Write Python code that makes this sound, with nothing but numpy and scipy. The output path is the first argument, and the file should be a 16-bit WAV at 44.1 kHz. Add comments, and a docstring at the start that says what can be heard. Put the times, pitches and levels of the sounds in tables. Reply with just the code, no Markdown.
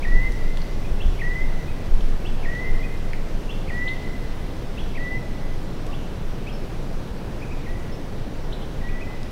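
"""A bird in damp woods repeats a two-part call, a quick upward flick then a rising whistle, later from
farther off. Short chips fall between; all notes are near-pure swept tones, scattered by the trunks.
A few twigs tick nearby as resonant noise bursts. Underneath: distant rumble, faint leaf hiss, a thin
electronic whine and the deep sway of the microphone, which settles as the camera turns."""
import sys
import numpy as np
from scipy import signal
from scipy.fft import rfft, irfft, next_fast_len
from scipy.io import wavfile
from scipy.ndimage import uniform_filter1d, map_coordinates

SR = 44100
rng = np.random.default_rng(int(sys.argv[2]) if len(sys.argv) > 2 else 0)


def materialize(psi):
    """Save the field psi as 16-bit PCM at rate SR to the path in sys.argv[1].

    A 1-D psi becomes a single channel; in a 2-D psi each row is a channel.
    """
    bounded = np.clip(np.atleast_2d(psi).T, -1, 1)
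    quanta = np.round(bounded * 32767).astype(np.int16)
    wavfile.write(sys.argv[1], SR, quanta)


N = 410571

# distant rumble: (frequency [Hz], relative density [dB])
RUMBLE_SPECTRUM = [(20, -29), (45, 3.5), (65, -0.5), (110, -0.5), (160, -2), (230, -6.5), (450, -10.5),
                   (700, -15.5), (1000, -20.5), (1500, -27.5), (3000, -35.5), (8000, -77)]
# leaf hiss: (frequency [Hz], relative density [dB])
HISS_SPECTRUM = [(500, -10.5), (1500, 1.5), (2700, -2), (3800, -3), (4800, -6), (5800, -7), (7000, -13),
                 (10000, -16), (15500, -20)]
# soft microphone mount: (frequency [Hz], relative density [dB])
MOUNT_SPECTRUM = [(5, -26), (13, -9.5), (18.5, 1), (24, -11), (35, -19.5), (50, -32.5), (100, -45),
                  (300, -100)]
# jolts to the mount: (peak time [s], level [dB])
MOUNT_JOLTS = [(.14, -11.5), (1.02, -15.5), (1.93, -11), (2.7, -15)]
# handling bumps: (time [s], level [dB], pitch [Hz], length [s])
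HANDLING_BUMPS = [(0.888, -17, 41.5, 0.071), (1.032, -18, 62.3, 0.071)]
# echo tail of the woods: (frequency [Hz], T60 [s])
WOODS_T60 = [(500, .9), (2000, 1.83), (3500, 1.24), (8000, .35)]
# twig snaps: (time [s], level [dB], centre [Hz], width / centre [ratio])
TWIG_SNAPS = [(.321, -41, 5000, 1.3), (.572, -30.5, 2000, 1.5), (.618, -36, 4160, 0.32),
              (2.008, -38, 3350, .35), (2.551, -40, 3800, 0.63), (3.133, -27.5, 1994, .64),
              (5.866, -40, 3500, 1.6), (9.231, -39, 4200, 0.71)]
# arched chips: (time [s], top pitch [Hz], level [dB], length [s])
CHIP_NOTES = [(0.839, 2570, -47, 0.038), (1.674, 2550, -47, 0.045), (2.826, 2520, -41.5, 0.044),
              (3.876, 4060, -35.5, .019), (5.88, 1170, -43.5, 0.04), (6.464, 2600, -42.5, .03),
              (6.524, 5420, -52, 0.047), (7.418, 2570, -41.5, 0.03), (7.508, 2570, -43.5, 0.031),
              (7.915, 5450, -52.5, 0.04), (8.524, 4030, -40, .022), (8.618, 3460, -47, .028),
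              (8.882, 2520, -44.5, 0.028), (9.008, 2590, -40.5, 0.033)]
# upward flicks: (time [s], pitch at dip [Hz], level [dB])
FLICK_NOTES = [(.995, 2627, -38.5), (2.243, 2610, -39), (3.485, 2652, -38), (4.768, 2590, -39.5),
               (5.921, 2650, -43), (6.468, 2480, -44.5)]
# course of a flick: (position [0-1], pitch re dip [ratio], relative level [dB])
FLICK_CONTOUR = [(0, 1.2, -32), (.14, 1.05, -6.5), (.28, 1, 1), (.47, 1.16, -1.5), (.64, 1.31, -3),
                 (.82, 1.3, -7.5), (1, 1.1, -13)]
# hiccup before a whistle: (time re onset [s], pitch re start [ratio], relative level [dB])
HICCUP_CONTOUR = [(-.052, 1.1, -22), (-.042, 1.15, -5), (-.03, 1.4, -8), (-.021, 1.1, -1.5),
                  (-.014, .985, 3), (-.005, 0.94, -4)]
# whistles: (time [s], length [s], start pitch [Hz], end pitch [Hz], level [dB], swell [dB],
#            echo re direct [dB], pitch quaver [fraction])
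WHISTLE_NOTES = [(0.068, 0.22, 1910, 2090, -34, 3.5, -8, 0.0069),
                 (1.235, 0.21, 1927, 2074, -34, -1.5, -7, 0.0046),
                 (2.474, 0.22, 1897, 2093, -37.5, 4.5, -3.5, .009),
                 (3.722, 0.22, 1920, 2056, -35, 5, -5.5, 0.0036),
                 (4.995, 0.195, 1947, 2025, -36, 3, -9, .004),
                 (7.684, .14, 1937, 2056, -44.5, -16, -0.5, .005),
                 (8.831, 0.28, 1915, 2042, -47, -2, -0.5, .005)]


def amp(db):
    """Decibels to gain."""
    return 10 ** (np.asarray(db) / 20)


def unit(x):
    """Scale to rms 1."""
    return x / np.sqrt(np.mean(x ** 2) + 1e-20)


def along(points, hz):
    """Interpolate (Hz, value) points on a log axis."""
    knots_hz, values = np.transpose(points)
    return np.interp(np.log(hz + 1), np.log(knots_hz + 1), values)


def filtered(x, response):
    """Apply response(hz) by FFT."""
    size = next_fast_len(len(x) + SR // 4)
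    return irfft(rfft(x, size) * response(np.fft.rfftfreq(size, 1 / SR)), size)[:len(x)]


def wobble(rate_hz, size):
    """Smooth random curve, knots at rate_hz."""
    knots = rng.standard_normal(int(size * rate_hz / SR) + 4)
    return map_coordinates(knots, [np.arange(size) * rate_hz / SR])


def add(track, time_s, x):
    """Mix x into track from time_s."""
    start = max(round(time_s * SR), 0)
    part = track[start:start + len(x)]
    part += x[:len(part)]


def loose_times(gap_s):
    """One random time per slot of gap_s."""
    times_s = (np.arange(32) + rng.random(32)) * gap_s
    return times_s[times_s < N / SR]


def rush(spectrum, patchy_db):
    """Coloured noise, rms 1, with soft patches of random gain."""
    bins = signal.stft(rng.standard_normal(N), nperseg=512)[2]
    patches = uniform_filter1d(rng.standard_normal(bins.shape), size=6, axis=0)
    patches = uniform_filter1d(patches, size=16, axis=1)
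    noise = signal.istft(bins * amp(patchy_db * unit(patches)), nperseg=512)[1][:N]
    return unit(filtered(noise, lambda hz: amp(along(spectrum, hz))))


def air():
    """Steady far rumble; slowly easing leaf hiss."""
    rumble_db, hiss_db, fall_db_per_s = -32, -46.5, 0.2638
    rumble = amp(rumble_db) * rush(RUMBLE_SPECTRUM, patchy_db=0.5)
    hiss = amp(hiss_db - fall_db_per_s * np.arange(N) / SR) * rush(HISS_SPECTRUM, patchy_db=1.0)
    return rumble + hiss


def whine(hz=15143, db=-75):
    """Thin tone from the camera's electronics."""
    return amp(db) * np.sin(2 * np.pi * hz * np.arange(N) / SR)


def swing():
    """Sway envelope: settling unrest plus decaying jolts, summed in power."""
    start_db, rest_db, settle_s, wander_db = -21, -26, 4.95, 2.1
    rise_s, fall_db_per_s = 0.14, 31
    t = np.arange(N) / SR
    unrest_db = np.interp(t, [0, settle_s], [start_db, rest_db]) + wander_db * wobble(6.5, N)
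    jolts = []
    for peak_s, db in MOUNT_JOLTS:
        rise = np.interp(t, [peak_s - rise_s, peak_s], [0, 1])
        jolts.append(rise * amp(db - fall_db_per_s * np.maximum(t - peak_s, 0)))
    return np.linalg.norm([amp(unrest_db), *jolts], axis=0)


def handling():
    """The microphone sways on its soft mount and takes dull bumps."""
    sway = rush(MOUNT_SPECTRUM, patchy_db=0.0)
    power = np.abs(uniform_filter1d(sway ** 2, size=SR // 5))
    sway /= np.sqrt(power + 0.021)  # even out the level
    out = swing() * sway
    for time_s, db, hz, length_s in HANDLING_BUMPS:
        t = np.arange(int(length_s * SR)) / SR
        add(out, time_s, amp(db) * np.hanning(len(t)) * np.sin(2 * np.pi * hz * t))
    return out


def woods(x, echo_db):
    """Direct sound, quick echoes off near trunks, long tail from deep in the wood."""
    near_db, near_t60_s, build_s = -1.5, 0.19, 0.0019
    hz, t, bins = signal.stft(rng.standard_normal(SR * 3 // 2), SR, nperseg=256)
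    near = amp(near_db - 60 * t / near_t60_s)
    far = amp(-60 * t / along(WOODS_T60, hz)[:, None])
    onset = 1 - np.exp(-t / build_s)
    impulse_response = signal.istft(bins * (near + far) * onset, SR, nperseg=256)[1]
    echo = signal.fftconvolve(x, impulse_response)
    echo *= amp(echo_db) * np.linalg.norm(x) / np.linalg.norm(echo)
    return np.pad(x, (0, len(echo) - len(x))) + echo


def twigs():
    """Dry twigs snap and tick: brief noise through one broad, steep-sided resonance."""
    t60_s = 0.02
    tick_db, tick_hz, tick_width = -47, 5160, 0.74
    out, t = np.zeros(N), np.arange(SR // 8) / SR
    ticks = [(time_s, tick_db + rng.normal(0, 2.2), tick_hz * 2 ** rng.normal(0, 0.15), tick_width)
             for time_s in loose_times(gap_s=1.1)]
    for time_s, db, centre_hz, width in TWIG_SNAPS + ticks:
        def resonance(hz):
            return (1j * hz * centre_hz / (centre_hz ** 2 - hz ** 2 + 1j * hz * centre_hz * width)) ** 2
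        burst = unit(filtered(rng.standard_normal(len(t)), resonance))
        add(out, time_s, woods(amp(db - 60 * t / t60_s) * burst, echo_db=-3.5))
    return out


def syrinx(hz, db):
    """Bird's voice: near-pure tone on pitch and level curves, soft ends."""
    phase = 2 * np.pi * np.cumsum(hz) / SR
    tone = np.sin(phase) + amp(-47) * np.sin(2 * phase)
    return np.sqrt(2) * amp(db) * tone * signal.windows.tukey(len(hz), .06)


def chips():
    """Short arched notes; the quicker the note, the deeper and less steady its arch."""
    ref_depth_oct, ref_length_s = 0.259, .03
    out = np.zeros(N)
    for time_s, top_hz, db, length_s in CHIP_NOTES:
        position = np.linspace(-1, 1, int(length_s * SR))
        depth_oct = ref_depth_oct * (ref_length_s / length_s) ** 2.39
        arch_oct = depth_oct * (0.099 * wobble(483, len(position)) - np.abs(position) ** 1.59)
        level_db = db - 7 * (position + 0.27) ** 2  # loudest just before the top
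        add(out, time_s, woods(syrinx(top_hz * 2 ** arch_oct, level_db), echo_db=-3.5))
    return out


def flicks(length_s=.045):
    """Quick notes that dip, then leap upward."""
    out, position = np.zeros(N), np.linspace(0, 1, int(length_s * SR))
    knots, ratio, shape_db = np.transpose(FLICK_CONTOUR)
    for time_s, dip_hz, db in FLICK_NOTES:
        hz = dip_hz * np.interp(position, knots, ratio)
        level_db = db + np.interp(position, knots, shape_db)
        add(out, time_s, woods(syrinx(hz, level_db), echo_db=-1.5))
    return out


def whistles():
    """A hiccup arches over and drops into a whistle that holds, then bends upward."""
    quaver_rate_hz, flutter_rate_hz = 167.0, 80.3
    out = np.zeros(N)
    lead_s, lead_ratio, lead_db = np.transpose(HICCUP_CONTOUR)
    for time_s, length_s, start_hz, end_hz, db, swell_db, echo_db, quaver in WHISTLE_NOTES:
        t = np.arange(lead_s[0], length_s + 0.02, 1 / SR)
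        rise_hz = (end_hz - start_hz) * np.clip(t / length_s, 0, 1) ** 1.25
        hz = start_hz * np.interp(t, [*lead_s, 0], [*lead_ratio, 1]) + rise_hz
        hz *= 1 + quaver * wobble(quaver_rate_hz, len(t))
        knots_s = [*lead_s, .005, length_s - .012, t[-1]]
        shape_db = np.interp(t, knots_s, [*lead_db, 0, swell_db, swell_db - 19])
        flutter_db = 1.5 * wobble(flutter_rate_hz, len(t))  # mimics beating of paths round the trunks
        add(out, time_s + t[0], woods(syrinx(hz, db + shape_db + flutter_db), echo_db))
    return out


def scene():
    """Bird and twigs over woodland air and camera noises; mono."""
    return (air() + handling() + whine() + whistles() + flicks() + chips() + twigs())[None]


def record(dry):
    """Brick-wall low-pass."""
    top_hz = 15800
    return np.array([filtered(channel, lambda hz: hz < top_hz) for channel in dry])


dry = scene()
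out = record(dry)
materialize(out)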